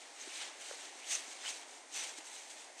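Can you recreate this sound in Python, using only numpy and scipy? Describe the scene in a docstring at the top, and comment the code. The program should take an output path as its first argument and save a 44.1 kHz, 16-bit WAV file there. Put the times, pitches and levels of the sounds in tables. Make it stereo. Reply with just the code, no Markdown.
"""Uneven footsteps in a snowy yard, close to a hand-held pair of microphones.
Each press or drag of a boot breaks a swarm of tiny ice grains, over the muffled packing of the snow.
Patches of crust collapse in tight bursts, packed snow creaks in narrow bands of noise, and a sole
squeaks in short unsteady tones. A few soft knocks are damped modes; a steady distant outdoor rush
is coloured noise."""
import sys
import numpy as np
from scipy import signal
from scipy.fft import rfft, irfft, next_fast_len
from scipy.io import wavfile
from scipy.ndimage import uniform_filter1d, map_coordinates

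SR = 44100
rng = np.random.default_rng(int(sys.argv[2]) if len(sys.argv) > 2 else 0)


def inscribe(sig):
    """Save sig as 16-bit PCM at rate SR to the path in sys.argv[1].

    A 1-D sig is mono; a 2-D sig holds one channel per row.
    Samples are clipped to [-1, 1] before scaling.
    """
    pcm = np.round(np.clip(np.atleast_2d(sig).T, -1, 1) * 32767)
    wavfile.write(sys.argv[1], SR, pcm.astype(np.int16))


N = 123479
T = np.arange(N) / SR  # seconds

# Colour of the coarse crunch of snow. Each row: frequency in Hz, relative level in dB per Hz.
CRUNCH_COLOUR = [(120, -52), (250, -39), (700, -8.5), (1200, -6), (2100, -0.5), (3300, 0.5), (4600, 0.5),
                 (6000, -1.5), (9000, -5.5), (11000, -29.5)]
# How alike the yard and the muffled packing of the snow reach left and right.
# Each row: frequency in Hz, likeness (1 is identical).
WIDE_LIKENESS = [(50, 0.14), (110, .3), (200, 1), (400, 0.71), (800, 0.79), (2000, 0.19), (8000, 0.41)]
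# How alike the breaking snow underfoot reaches left and right.
# Each row: frequency in Hz, likeness (1 is identical).
SNOW_LIKENESS = [(400, 0.98), (1500, 1), (3000, 0.28), (4500, 0.56), (6300, 1), (8000, 0.47), (10000, 0.24)]


def amp(db):
    """Decibels to gain."""
    return 10 ** (np.asarray(db) / 20)


def unit(x):
    """Scaled to rms 1."""
    return x / np.sqrt(np.mean(x ** 2) + 1e-20)


def along(points, hz):
    """(Hz, value) points read on a log frequency axis."""
    f, v = np.transpose(points)
    return np.interp(np.log(hz + 1), np.log(f + 1), v)


def wobble(rate):
    """A smooth random curve through normally scattered knots, rate of them a second."""
    return map_coordinates(rng.standard_normal(4096), [T * rate], mode="wrap")


def swell(centre, length):
    """A brief bell-shaped rise and fall, 17 dB down one length either side of its centre."""
    return np.exp(-2 * ((T - centre) / length) ** 2)


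def filtered(x, response):
    """x times a response of frequency, padded so that the end does not wrap onto the start."""
    size = next_fast_len(N + SR // 2)
    spectrum = rfft(x, size) * response(np.fft.rfftfreq(size, 1 / SR))
    return irfft(spectrum, size)[..., :N]


def spread(pair, colour, alike):
    """Two unrelated signals mixed as mid and side into a coloured, partly alike left and right of rms 1."""
    def mid_side_response(hz):
        # a wider angle moves energy from mid to side, so left and right grow less alike
        angle = np.arccos(np.clip(along(alike, hz), -1, 1)) / 2
        return colour(hz) * np.array([np.cos(angle), np.sin(angle)])

    mid, side = filtered(pair, mid_side_response)
    return unit(np.array([mid + side, mid - side]))


def yard():
    """Steady distant outdoor rush: noise with a fixed colour and width."""
    # Colour of the yard. Each row: frequency in Hz, relative level in dB per Hz.
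    yard_colour = [(40, -18.5), (110, -66), (145, -37), (200, -27.5), (260, -13), (480, -6), (780, 0.5),
                   (1200, -10.5), (2100, -7.5), (5000, -5), (6300, -4), (8700, -7), (10800, -18),
                   (13500, -55)]
    noise = rng.standard_normal((2, N))
    return amp(-57.5) * spread(noise, lambda hz: amp(along(yard_colour, hz)), WIDE_LIKENESS)


def knocks():
    """Soft dull bumps: a quickly damped mode and a shorter overtone, with little below the mode."""
    # Soft knocks among the steps. Each row: start in seconds, pitch in Hz, level in dB before the low cut,
    # time to fall 60 dB in seconds, overtone over mode in dB.
    knock_rows = [(0.2735, 370, -41.5, 0.026, -1), (.711, 555, -31.5, 0.015, -2),
                  (0.7355, 490, -41.5, 0.022, -12), (.954, 407, -47.5, 0.025, -10),
                  (1.275, 280, -54, 0.05, -12), (2.183, 320, -46.5, 0.042, 4),
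                  (2.2075, 800, -40, .008, -10), (2.70, 650, -42.5, 0.017, -3)]
    overtone_ratio, overtone_t60_s, attack_s = 2.6, 0.0084, 0.00041
    out = np.zeros(N)
    for start, hz, db, t60, overtone_db in knock_rows:
        t = np.maximum(T - start, 0)
        mode = np.sin(2 * np.pi * hz * t) * np.exp(-np.log(1000) * t / t60)
        overtone = np.sin(2 * np.pi * hz * overtone_ratio * t) * np.exp(-np.log(1000) * t / overtone_t60_s)
        bump = (mode + amp(overtone_db) * overtone) * (1 - np.exp(-t / attack_s))
        low_cut = signal.butter(N=6, Wn=max(250, .64 * hz), btype="high", fs=SR, output="sos")
        out += amp(db) * signal.sosfilt(low_cut, bump)
    return out


def squeaks():
    """The sole sticks and slips evenly: a short tone, slightly unsteady in pitch and level."""
    # Squeaks of the sole. Each row: centre in seconds, length in seconds, pitch in Hz, level in dB.
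    squeak_rows = [(1.435, .01, 1950, -54), (1.465, 0.018, 3030, -41.5), (1.48, .005, 3220, -37)]
    jitter, rough_db, wavers_per_s = 0.024, 0.5, 350  # jitter as a fraction of the pitch
    out = np.zeros(N)
    for centre, length, pitch_hz, db in squeak_rows:
        wavering_hz = pitch_hz * (1 + jitter * wobble(wavers_per_s))
        tone = np.sin(2 * np.pi * np.cumsum(wavering_hz) / SR)
        level = amp(db + rough_db * wobble(wavers_per_s))
        out += level * swell(centre, length) * tone
    return out


def patchy(x):
    """The colour of the grains shifts from moment to moment, alike in both streams."""
    patch_db = 1.5
    z = signal.stft(x, nperseg=512)[2]
    field = rng.standard_normal(z.shape[1:])  # frequency by time
    field = uniform_filter1d(field, size=4, axis=0)
    field = uniform_filter1d(field, size=4, axis=1)
    return signal.istft(z * amp(patch_db * unit(field)), nperseg=512)[1][:, :N]


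def grains():
    """Two streams of tiny ice fractures of scattered size, with snaps of crust, over smooth sliding powder."""
    grains_per_s, grain_spread_db = 3500, 2
    snaps_per_s, snap_db, powder_db = 140, -8, -1  # levels against the fractures
    breaks = rng.random((2, N)) < grains_per_s / SR
    sizes = amp(grain_spread_db * np.clip(rng.standard_normal((2, N)), -2, 2))
    fractures = breaks * sizes * rng.choice([-1, 1], (2, N))
    snaps = (rng.random((2, N)) < snaps_per_s / SR) * rng.choice([-1, 1], (2, N))
    powder = rng.standard_normal((2, N))
    return patchy(unit(fractures) + amp(snap_db) * unit(snaps) + amp(powder_db) * powder)


def creaks():
    """Grains of packed snow slip under the sole and briefly ring in one narrow band."""
    # Creaks underfoot. Each row: centre in seconds, length in seconds, pitch in Hz,
    # width of the resonance (applied twice) in Hz either side, level in dB.
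    creak_rows = [(.216, 0.016, 6360, 350, -48.5), (0.854, 0.027, 1900, 298, -57),
                  (1.025, 0.022, 2310, 300, -50.5), (1.047, .012, 2800, 300, -53),
                  (1.127, 0.059, 6300, 450, -41.5), (1.145, 0.0033, 6400, 500, -35.5),
                  (1.154, .005, 6300, 350, -34), (1.452, 0.024, 1430, 350, -51),
                  (1.96, .018, 6700, 400, -46), (1.992, 0.081, 6050, 160, -47.5)]
    out = np.zeros((2, N))
    for centre, length, pitch_hz, width_hz, db in creak_rows:
        def band(hz):
            damping = 2j * hz * width_hz
            return (damping / (pitch_hz ** 2 - hz ** 2 + damping)) ** 2

        out += amp(db) * swell(centre, length) * spread(grains(), band, SNOW_LIKENESS)
    return out


def collapses():
    """A patch of crust gives way at once: a tight, distinct burst of grains in a band of its own."""
    # Crust breaking under the sole. 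Each row: centre in seconds, length in seconds,
    # middle of the band in Hz, level in dB.
    collapse_rows = [(.359, .006, 3200, -45), (.377, .005, 7500, -46.5), (.434, .003, 2500, -43),
                     (1.112, .003, 6500, -40), (1.1205, .003, 2600, -39), (1.132, .003, 6800, -38),
                     (1.161, .002, 2000, -45), (1.222, .003, 2500, -49), (1.945, .003, 7000, -44),
                     (1.990, .004, 7000, -42), (2.025, .003, 3000, -44), (2.045, .005, 3200, -43.5),
                     (2.093, .004, 6800, -46), (2.364, .003, 2500, -50)]
    band_octaves = 0.79  # from the middle to where the bell falls to 1/e
    out, ice = np.zeros((2, N)), grains()
    for centre, length, middle_hz, db in collapse_rows:
        def band(hz):
            bell = np.exp(-(np.log2((hz + 1) / middle_hz) / band_octaves) ** 2)
            return bell * amp(along(CRUNCH_COLOUR, hz))

        out += amp(db) * swell(centre, length) * spread(ice, band, SNOW_LIKENESS)
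    return out


def packing(power):
    """The snow beneath the sole settles with a muffled sound, lagging behind the crunch."""
    # Colour of packing snow. Each row: frequency in Hz, relative level in dB per Hz.
    packing_colour = [(120, -51), (200, -23), (270, -4.5), (500, -3.5), (800, 2), (1200, -6.5),
                      (2200, -1.5), (4000, -34.5), (9000, -56)]
    growth, release_s = 0.29, 0.064  # exponent on the force of the step; time constant of the power
    settling = np.abs(signal.lfilter([1], [1, -np.exp(-1 / (release_s * SR))], power))
    noise = rng.standard_normal((2, N))
    muffled = spread(noise, lambda hz: amp(along(packing_colour, hz)), WIDE_LIKENESS)
    return amp(-56.5) * unit(np.sqrt(settling) ** growth) * muffled


def pressure(start, rise, hold, fall):
    """Weight builds exponentially on the boot, holds and lets go."""
    before = np.maximum(start - T, 0)
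    after = np.maximum(T - start - hold, 0)
    return np.exp(-before / rise - after / fall)


def footsteps():
    """Each press sets off coarse and fine grains, whose roughness rises and falls almost entirely together."""
    # Presses and drags of the boots. Each row: start of the hold in seconds, rise time constant in seconds,
    # hold in seconds, fall time constant in seconds, level of the coarse crunch in dB,
    # fine fizz over coarse crunch in dB.
    press_rows = [ (.01, 0.084, 0.016, 0.2, -56.5, -0.5), (.21, 0.065, .02, 0.22, -51.5, -1.5),
                  (0.356, 0.055, 0.018, 0.052, -44.5, -4), (0.411, 0.014, 0.012, 0.074, -42.3, -27),
                  (0.615, .012, 0.0028, 0.017, -54, 5), (0.656, 0.072, 0.076, 0.093, -51, 1.5),
                  (0.797, 0.033, 0.058, 0.078, -50.5, -4), (0.99, 0.079, 0.073, 0.082, -55, 0),
                  (1.118, 0.029, 0.017, 0.018, -40.5, 4.5), (1.149, 0.0074, 0.01, 0.02, -43.5, 2),
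                  (1.174, 0.027, .03, 0.091, -48.5, 1), (1.312, 0.053, 0.017, 0.032, -52.5, 3),
                  (1.459, 0.092, 0.019, 0.025, -44.5, -12), (1.486, 0.026, 0.014, 0.029, -43.5, 2.5),
                  (1.546, 0.025, 0.021, 0.055, -52, 3), (1.623, 0.025, 0.0068, 0.021, -51.5, -15),
                  (1.687, 0.034, 0.074, 0.065, -59.5, 4), (1.957, 0.026, 0.014, 0.039, -45, 4),
                  (1.99, 0.004, 0.0057, 0.023, -44.5, 2), (2.03, 0.028, 0.015, 0.023, -44.5, 1.5),
                  (2.073, 0.023, 0.0095, 0.1, -49, 2), (2.181, 0.013, 0.0032, 0.021, -51.5, 5),
                  (2.262, 0.026, 0.079, 0.07, -61, 9.5), (2.339, 0.028, 0.019, 0.23, -57, 6.5),
                  (2.501, 0.0054, 0.02, 0.023, -56, 6.5), (2.58, 0.027, 0.028, 0.075, -55.5, 2),
                  (2.80, 0.02, .02, .04, -51.5, 3)]
    # Colour of the fine fizz. Each row: frequency in Hz, relative level in dB per Hz.
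    fizz_colour = [(300, -55), (2500, -4.5), (5200, -6), (6200, -0.5), (7200, -3.5), (8600, -3),
                   (9500, -10), (10700, -20), (13500, -29.5)]
    clumps_per_s, separate_clump_db, shared_clump_db = 280, -0.1, 0.62
    slips_per_s, slip_db = 65, 0.59  # slower slips
    coarse_power, fine_power = np.zeros(N), np.zeros(N)
    for start, rise, hold, fall, db, fizz_db in press_rows:
        force = amp(db) * pressure(start, rise, hold, fall)
        coarse_power += force ** 2
        fine_power += (force * amp(fizz_db)) ** 2
    together_db = shared_clump_db * wobble(clumps_per_s) + slip_db * wobble(slips_per_s)

    def layer(colour):
        roughness = amp(together_db + separate_clump_db * wobble(clumps_per_s))
        return unit(roughness * spread(grains(), lambda hz: amp(along(colour, hz)), SNOW_LIKENESS))

    crunch = np.sqrt(coarse_power) * layer(CRUNCH_COLOUR)
    fizz = np.sqrt(fine_power) * layer(fizz_colour)
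    return crunch + fizz + packing(coarse_power)


def scene():
    """Boots in the snow, leaning further left as the microphones turn, with knocks and the yard behind."""
    drift_db_per_s = 0.4  # left against right
    lean = amp(np.array([[.5], [-.5]]) * drift_db_per_s * (T - T.mean()))
    boots = footsteps() + collapses() + creaks() + squeaks()
    return lean * boots + knocks() + yard()


def record(dry):
    """The two microphones differ in level and phase; nothing is kept above the band limit."""
    # Level between the microphones. Each row: frequency in Hz, left over right in dB.
    balance = [(60, -2), (130, 4), (280, 3.5), (610, 3.5), (1320, 4.5), (2860, 4), (6200, 1), (13400, 5)]
    # Phase between the microphones. Each row: frequency in Hz, lead of the left in radians.
    phase_lead = [(300, 0.07), (800, -0.95), (1600, -1.36), (2400, 0.68), (3100, -0.1), (3700, -0.7),
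                  (4800, -2), (5600, -1.58), (6300, -1.1), (7800, -1), (9500, 1.76), (12000, 1.1)]
    top_hz = 13950
    sides = np.array([[.5], [-.5]])  # half of each difference goes to either side

    def microphones(hz):
        level = amp(sides * along(balance, hz))
        phase = np.exp(1j * sides * along(phase_lead, hz))
        return level * phase * (hz < top_hz)

    return filtered(dry, microphones)


dry = scene()
out = record(dry)
inscribe(out)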